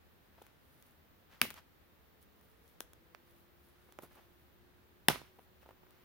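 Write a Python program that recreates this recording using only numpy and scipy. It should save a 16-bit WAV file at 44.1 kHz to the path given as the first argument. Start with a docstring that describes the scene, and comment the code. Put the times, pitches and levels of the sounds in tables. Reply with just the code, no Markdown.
"""A dry stick and then a thick dead branch snap close by in a quiet pine wood, as someone gathers firewood.
Each crack is a burst of tearing fibres through the modes of the wood; the trunks scatter it as small echoes.
Around it twigs click and knock as short damped modes; boots crunch litter and the undergrowth rustles,
both as swelling crackles of tiny grains. Behind lie faint air and hiss as coloured noise, far engines
as single sine lines, and the thin sine whine of the camera."""
import sys
import numpy as np
from scipy import signal
from scipy.fft import rfft, irfft, next_fast_len
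from scipy.io import wavfile
from scipy.ndimage import map_coordinates

SR = 44100
rng = np.random.default_rng(int(sys.argv[2]) if len(sys.argv) > 2 else 0)


def master(y):
    """Save y as 16-bit WAV."""
    cut = np.clip(np.atleast_2d(y).T, -1, 1)
    pcm = np.round(cut * 32767)  # scale
    wavfile.write(sys.argv[1], SR, pcm.astype(np.int16))


N = 266672
TIME = np.arange(N) / SR  # s
SINCE_BLOW = np.arange(SR // 3) / SR  # s

# The stick, then the branch. Each row: start in seconds, crack level in dB, splintering against the first
# tear in dB, splintering decay by 60 dB in seconds, echo level in dB.
BREAKS = [(1.4149, -20, -10.5, 0.02, -29.5), (5.0839, -16, -9.5, 0.017, -25.5)]
# Heavily damped modes of the thin stick and the thick branch. Each row: pitch in Hz, width in Hz, gain in dB.
STICK_MODES = [(230, 35, -3), (661, 160, -11.5), (1230, 160, -2), (1560, 240, -2), (2300, 530, 0.5),
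               (2850, 330, 3), (3584, 300, -8), (5000, 1200, -8.5), (8250, 730, -12.5), (10800, 1900, -8),
               (14800, 1800, -11)]
BRANCH_MODES = [(210.4, 120, -1.5), (368, 150, -2), (830, 160, 1), (1585, 130, -2), (1900, 190, -2.5),
                (2796, 280, -6), (3547, 320, -5), (5405, 310, -9.5), (7636, 1800, -15), (10950, 3200, -14),
                (14500, 1800, -13.5)]
# Colour of what each sends into the trees. Each row: frequency in Hz, gain in dB.
STICK_ECHO = [(40, -18), (110, -6.5), (230, 0.5), (500, -8.5), (1100, -10), (2000, -3), (2900, -2),
              (4500, -10.5), (7500, -17.5), (11000, -9), (15500, -10)]
BRANCH_ECHO = [(30, -16), (100, -6.5), (220, -4), (500, -5.5), (900, -7.5), (1700, -11), (3500, -12.5),
               (5400, -18), (8000, -22.5), (11000, -17.5), (15500, -20)]
# Echo decay among the trunks. Each row: frequency in Hz, time to fall 60 dB in seconds.
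TRUNKS_T60 = [(100, 0.41), (400, 0.21), (2000, 0.26), (6000, 0.26), (15000, 0.2)]
# Likeness of left and right for sounds close to the microphones. Each row: frequency in Hz, likeness (-1 to 1).
NEAR_ALIKE = [(100, 1), (500, 0.43), (1000, 0.9), (1800, 0.29), (3500, 0.51), (15000, -0.16)]

# Twigs clicking and knocking. Each row: start in seconds, knock level in dB, knock pitch in Hz,
# tick level in dB, left over right in dB.
TWIGS = [(.4215, -68, 1200, -62, 3), (.466, -65, 1400, -64.5, 4), (0.8243, -71, 1520, -61, 1),
         (1.4519, -45, 725, -50, -5), (1.504, -50.5, 2490, -49.5, 9), (1.509, -51, 1500, -55, -3),
         (1.5408, -60, 830, -55, -4), (2.411, -68, 1209, -70, 1), (2.678, -83, 757, -69.5, -8),
         (2.805, -43.5, 990, -41, 1.5), (2.933, -61, 995, -59, 2), (3.148, -50.5, 1590, -64.5, -5),
         (3.923, -63, 1140, -60.5, -2), (3.9877, -44, 820, -58.5, 0), (3.992, -52.5, 590, -72, -5),
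         (4.023, -58, 560, -63, -2), (4.0324, -53, 397, -71, -6), (5.099, -32, 475, -38, -4),
         (5.106, -36, 917, -49, -6), (5.1578, -44, 776, -62, -5.5), (5.2152, -52.5, 587, -69, -6),
         (5.9073, -74.5, 830, -67.5, 5.5)]
# Bending modes of a twig. Each row: multiple of the knock pitch, width in knock pitches, gain in dB.
TWIG_MODES = [(.3, 0.15, -2), (.76, 0.39, 0.5), (1.65, 0.33, -2), (2.7, 0.68, -11.5), (3.8, 0.7, -17.5)]
# The tick of breaking bark. Each row: pitch in Hz, width in Hz, gain in dB.
BARK_MODES = [(3500, 330, 1.5), (6030, 1100, -1.5), (11000, 4600, -2.5), (15300, 1100, 2.5)]

# Boots crunching the litter. Each row: start in seconds, peak level in dB before the common trim,
# length in seconds (the peak comes after a quarter of it).
STEPS = [(0.381, -49, 0.009), (0.416, -45.5, 0.011), (3.888, -51, 0.011), (4.029, -50, 0.032),
         (4.11, -49.5, 0.012), (4.153, -50, 0.014), (4.17, -52, 0.034), (5.386, -52.5, 0.017),
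         (5.628, -50, 0.01), (5.655, -53.5, 0.025), (5.688, -47, 0.012), (5.705, -50.5, 0.016),
         (5.831, -53, 0.012), (5.864, -55, 0.01)]
# Colour of litter under a boot. Each row: frequency in Hz, gain in dB.
BOOT_LITTER = [(60, -8), (160, -4), (400, 4.5), (850, 5), (1600, -5.5), (3000, -14), (6000, -32),
               (15000, -20)]
STEP_TRIM_DB = -7

# Rustles in the undergrowth: strokes of hand and sleeve, the bright tail of a twig's click, bits falling
# into the litter. Each row: loudest moment in seconds, length in seconds, litter level and needle level
# in dB before their trims.
RUSTLES = [(0.444, 0.16, -66.5, -74), (.76, 0.25, -78, -72), (0.88, 0.13, -72.5, -73.5),
           (1.333, 0.048, -60.5, -73), (1.39, 0.099, -65, -78), (1.58, 0.047, -52.5, -63),
           (2.229, 0.027, -80, -65), (2.467, 0.19, -82, -74), (2.686, .12, -90, -69),
           (2.82, 0.024, -73, -57), (3.3, .08, -72.5, -72.5), (3.391, 0.1, -82, -71),
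           (3.67, 0.11, -88, -74), (3.844, 0.34, -73, -75), (4.042, 0.047, -67, -58.5),
           (4.143, .06, -74, -71.5), (4.19, 0.17, -65.5, -75.5), (4.4, 0.2, -80.5, -77),
           (5.27, .1, -67, -82), (5.41, 0.12, -78.5, -73), (5.629, .03, -66.5, -71.5),
           (5.686, .08, -69, -79), (5.979, 0.24, -70, -80.5)]
# Colours of rustling litter and of dry needles. Each row: frequency in Hz, gain in dB.
RUSTLE_LITTER = [(200, -12.5), (700, -2.5), (1500, 1.0), (3000, -5.5), (6000, -13.5), (15000, -37.5)]
NEEDLES = [(1500, -19.5), (3500, -3.5), (7500, -9), (11000, 2.5), (15000, 1.5)]
RUSTLE_LITTER_TRIM_DB, NEEDLES_TRIM_DB = -4.5, -0.5
RUSTLE_RISE = 0.55  # share of a rustle spent swelling
RUSTLE_EDGE_DB = 7.5  # how much softer a rustle is at its ends

# A far engine pulls, changes gear and pulls again; a fainter one slows and speeds up.
# Each row: time in seconds, pitch in Hz.
ENGINE = [(2.9, 330.3), (4.0, 359.5), (4.2, 349.8), (4.55, 350), (5.3, 370), (5.8, 366), (6.3, 355)]
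FAINT_ENGINE = [(1.85, 458), (2.15, 436), (2.4, 424), (2.95, 499), (3.4, 514)]
ENGINE_DB, FAINT_ENGINE_DB = -76, -81.5  # typical rms
ENGINE_FADE_S = 0.31  # time to come through the trees and to fade again

# Colour of air and hiss. Each row: frequency in Hz, gain in dB.
AIR = [(20, -14.5), (45, -4), (75, 3.5), (105, -5.5), (200, -7), (450, -10.5), (800, -15), (1800, -17),
       (2400, -21), (3800, -23.5), (5200, -29.5), (8200, -35), (12000, -29.5), (15500, -25)]
# Likeness of left and right in the air. Each row: frequency in Hz, likeness (-1 to 1).
AIR_ALIKE = [(30, 0), (75, 0.22), (150, 0.32), (400, 0.14), (1500, 0.035), (15000, 0)]
AIR_DB = -65  # typical rms
# Spells of camera whine. Each row: start in seconds, end in seconds.
WHINE = [(.08, .47), (.63, 1.6), (1.67, 2.53), (2.99, 3.7), (3.84, 4.59), (4.85, 6.3), (5.85, 6.05)]
TOP_HZ = 16000  # band limit of the camera


def amp(db):
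    """Decibels to gain."""
    return 10 ** (np.asarray(db) / 20)


def unit(x):
    """Scale to rms 1."""
    return x / np.sqrt(np.mean(x ** 2) + 1e-20)


def blow(x):
    """Scale a short stereo sound to the energy of 5 ms at rms 1."""
    return x * np.sqrt(2 * 0.005 * SR / np.sum(x ** 2))


def along(points, hz):
    """Read (Hz, value) points on a log axis."""
    f, value = np.transpose(points)
    return np.interp(np.log(hz + 1), np.log(f + 1), value)


def filtered(x, response):
    """Multiply the spectrum of x by a response of frequency."""
    n = x.shape[-1]
    padded = 2 * next_fast_len(n // 2 + 1024, True)
    spectrum = rfft(x, padded) * response(np.fft.rfftfreq(padded, 1 / SR))
    return irfft(spectrum, padded)[..., :n]


def causal(colour):
    """The minimum-phase response of a (Hz, dB) colour: it starts at the blow and never before."""
    def response(hz):
        cepstrum = irfft(np.log(amp(along(colour, hz))))
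        # fold the half before the blow onto the half after it
        cepstrum[1:len(hz) - 1] *= 2
        cepstrum[len(hz):] = 0
        return np.exp(rfft(cepstrum))
    return response


def ringing(modes):
    """The response of a body as a sum of damped resonances of alternating sign."""
    def response(f):
        total = 0
        for k, (hz, width, db) in enumerate(modes):
            damping = 1j * f * width
            total = total + (-1) ** k * amp(db) * damping / (hz * hz - f * f + damping)
        return total
    return response


def spread(pair, alike):
    """Mix two unrelated signals to left and right with a given likeness at each frequency."""
    def shares(hz):
        likeness = np.clip(along(alike, hz), -1, 1)
        return np.sqrt([1 + likeness, 1 - likeness]) / 2
    mid, side = filtered(pair, shares)
    return np.array([mid + side, mid - side])


def add(track, s, sound):
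    """Mix a sound in at time s, cut at the end of the track."""
    start = round(s * SR)
    track[:, start:start + sound.shape[1]] += sound[:, :N - start]


def breaks():
    """The wood gives way within a millisecond or two, splinters, and the trees answer."""
    out = np.zeros((2, N))
    for row, modes, echo_colour in zip(BREAKS, [STICK_MODES, BRANCH_MODES], [STICK_ECHO, BRANCH_ECHO]):
        s, crack_db, splinter_db, splinter_t60, echo_db = row
        tear = fracture(t60=0.0069) + amp(splinter_db) * fracture(splinter_t60)
        add(out, s, amp(crack_db) * blow(filtered(tear, ringing(modes))))
        scattered = trunks(fracture(t60=0.0028), build=0.0077)
        add(out, s, amp(echo_db) * blow(filtered(scattered, causal(echo_colour))))
    return out


def fracture(t60, size=2048):
    """Fibres tearing one after another: a stereo noise burst that swells and dies, even in colour."""
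    u = SINCE_BLOW[:size] / t60
    fade = amp(-60 * u) * (1 - np.exp(-u / 0.072))
    burst = rng.standard_normal((2, size)) * fade
    for _ in range(2):
        # flatten the spectrum, then restore the fade
        flat = irfft(np.exp(1j * np.angle(rfft(burst))))
        burst = flat * np.sqrt(fade)
    return blow(spread(burst, NEAR_ALIKE))


def trunks(x, build):
    """Ground, bushes and trunks return a swarm of small echoes that builds up (build in s) and dies."""
    size = len(SINCE_BLOW)
    swarm = spread(rng.standard_normal((2, size)), NEAR_ALIKE)
    hz, t, z = signal.stft(swarm, SR, nperseg=256)
    fall_db = -60 * t / along(TRUNKS_T60, hz)[:, None]
    z = z * (amp(fall_db) + amp(-29 + fall_db / 3))  # far trunks answer faintly and late
    tail = signal.istft(z, SR, nperseg=256)[1][:, :size]
    tail *= 1 - np.exp(-SINCE_BLOW / build)
    tail *= 1 + 0.39 * np.exp(-(SINCE_BLOW / 0.022) ** 2)  # the nearest ground and bushes answer most
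    return signal.fftconvolve(x, unit(tail) / np.sqrt(size), axes=1)[:, :size]


def twigs():
    """Each twig gives a heavily damped knock and a crisp tick of breaking bark, echoed by the trunks."""
    out = np.zeros((2, N))
    for s, knock_db, hz, tick_db, pan_db in TWIGS:
        modes = [(hz * multiple, hz * width, db) for multiple, width, db in TWIG_MODES]
        knock = blow(filtered(fracture(t60=0.0046), ringing(modes)))
        tick = blow(filtered(fracture(t60=0.0083), ringing(BARK_MODES)))
        click = amp(knock_db) * knock + amp(tick_db) * tick
        click = click * amp([[pan_db / 2], [-pan_db / 2]])
        add(out, s, click)
        add(out, s, amp(-15) * trunks(click, build=0.004))
    return out


def crackle(colour, rate, spike_db):
    """Stereo grains of rms 1, rate a second: many tiny breaks of very unequal size."""
    hits = rng.random((2, N)) < rate / SR
    spikes = np.minimum(rng.exponential(size=(2, N)), 4)
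    sizes = amp(spike_db * spikes) * rng.standard_normal((2, N))
    return unit(filtered(spread(hits * sizes, NEAR_ALIKE), causal(colour)))


def steps():
    """A boot's weight crushes the litter in short swells of crackle."""
    weight = np.zeros((1, N))
    for s, db, length in STEPS:
        u = SINCE_BLOW[None] / (length / 4)
        add(weight, s, amp(db + STEP_TRIM_DB) * u * np.exp(1 - u))
    return weight * crackle(BOOT_LITTER, rate=3900, spike_db=4)


def rustles():
    """Dead litter and fine dry needles rustle: two crackles, coarse and fine, that swell and die together."""
    litter, needles = np.zeros(N), np.zeros(N)
    for s, length, litter_db, needles_db in RUSTLES:
        u = (TIME - s) / (length * np.where(TIME < s, RUSTLE_RISE, 1 - RUSTLE_RISE))
        now = np.abs(u) < 3
        swell = amp(-RUSTLE_EDGE_DB * u[now] ** 2)
        litter[now] += amp(litter_db) * swell
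        needles[now] += amp(needles_db) * swell
    coarse = litter * crackle(RUSTLE_LITTER, rate=4600, spike_db=2)
    fine = needles * crackle(NEEDLES, rate=5000, spike_db=5)
    return amp(RUSTLE_LITTER_TRIM_DB) * coarse + amp(NEEDLES_TRIM_DB) * fine


def engine(revs, db):
    """Only one line of a far engine carries through the trees: a sine that follows its pitch."""
    s, hz = np.transpose(revs)
    # tuning and level are each drawn once for the whole pass
    pitch = np.interp(TIME, s, hz) * (1 + 0.0024 * rng.standard_normal())
    level = amp(db + 1.5 * rng.standard_normal())
    inside = np.minimum(TIME - s[0], s[-1] - TIME)
    heard = np.clip(inside / ENGINE_FADE_S + 0.5, 0, 1)
    return heard * level * np.sqrt(2) * np.sin(2 * np.pi * np.cumsum(pitch) / SR)


def air():
    """Faint air in the crowns and the microphones' own hiss, as one steady coloured noise."""
    noise = spread(rng.standard_normal((2, N)), AIR_ALIKE)
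    noise = filtered(noise, lambda hz: amp(along(AIR, hz)))
    return amp(AIR_DB + 0.22 * rng.standard_normal()) * unit(noise)


def whine():
    """A thin camera whine comes and goes, a sine sagging a little in pitch each time."""
    out = np.zeros((2, N))
    for start, end in WHINE:
        t = TIME[TIME < end - start]
        pitch = 14750 + 230 * np.exp(-t / 0.25) + 30 * rng.standard_normal()  # Hz
        left_right = amp([[-77], [-81]])
        add(out, start, left_right * np.sin(2 * np.pi * np.cumsum(pitch) / SR))
    return out


def scene():
    """All that sounds among the pines, near and far, with the camera's whine."""
    engines = engine(ENGINE, ENGINE_DB) + engine(FAINT_ENGINE, FAINT_ENGINE_DB)
    return breaks() + twigs() + steps() + rustles() + engines + air() + whine()


def record(dry):
    """The camera thins the deepest bass and keeps nothing above its band limit."""
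    def response(hz):
        low_cut = 1j * hz / (22 + 1j * hz)
        band_limit = np.clip((TOP_HZ - hz) / 400 + 0.5, 0, 1)
        return low_cut * band_limit
    return filtered(dry, response)


dry = scene()
out = record(dry)
master(out)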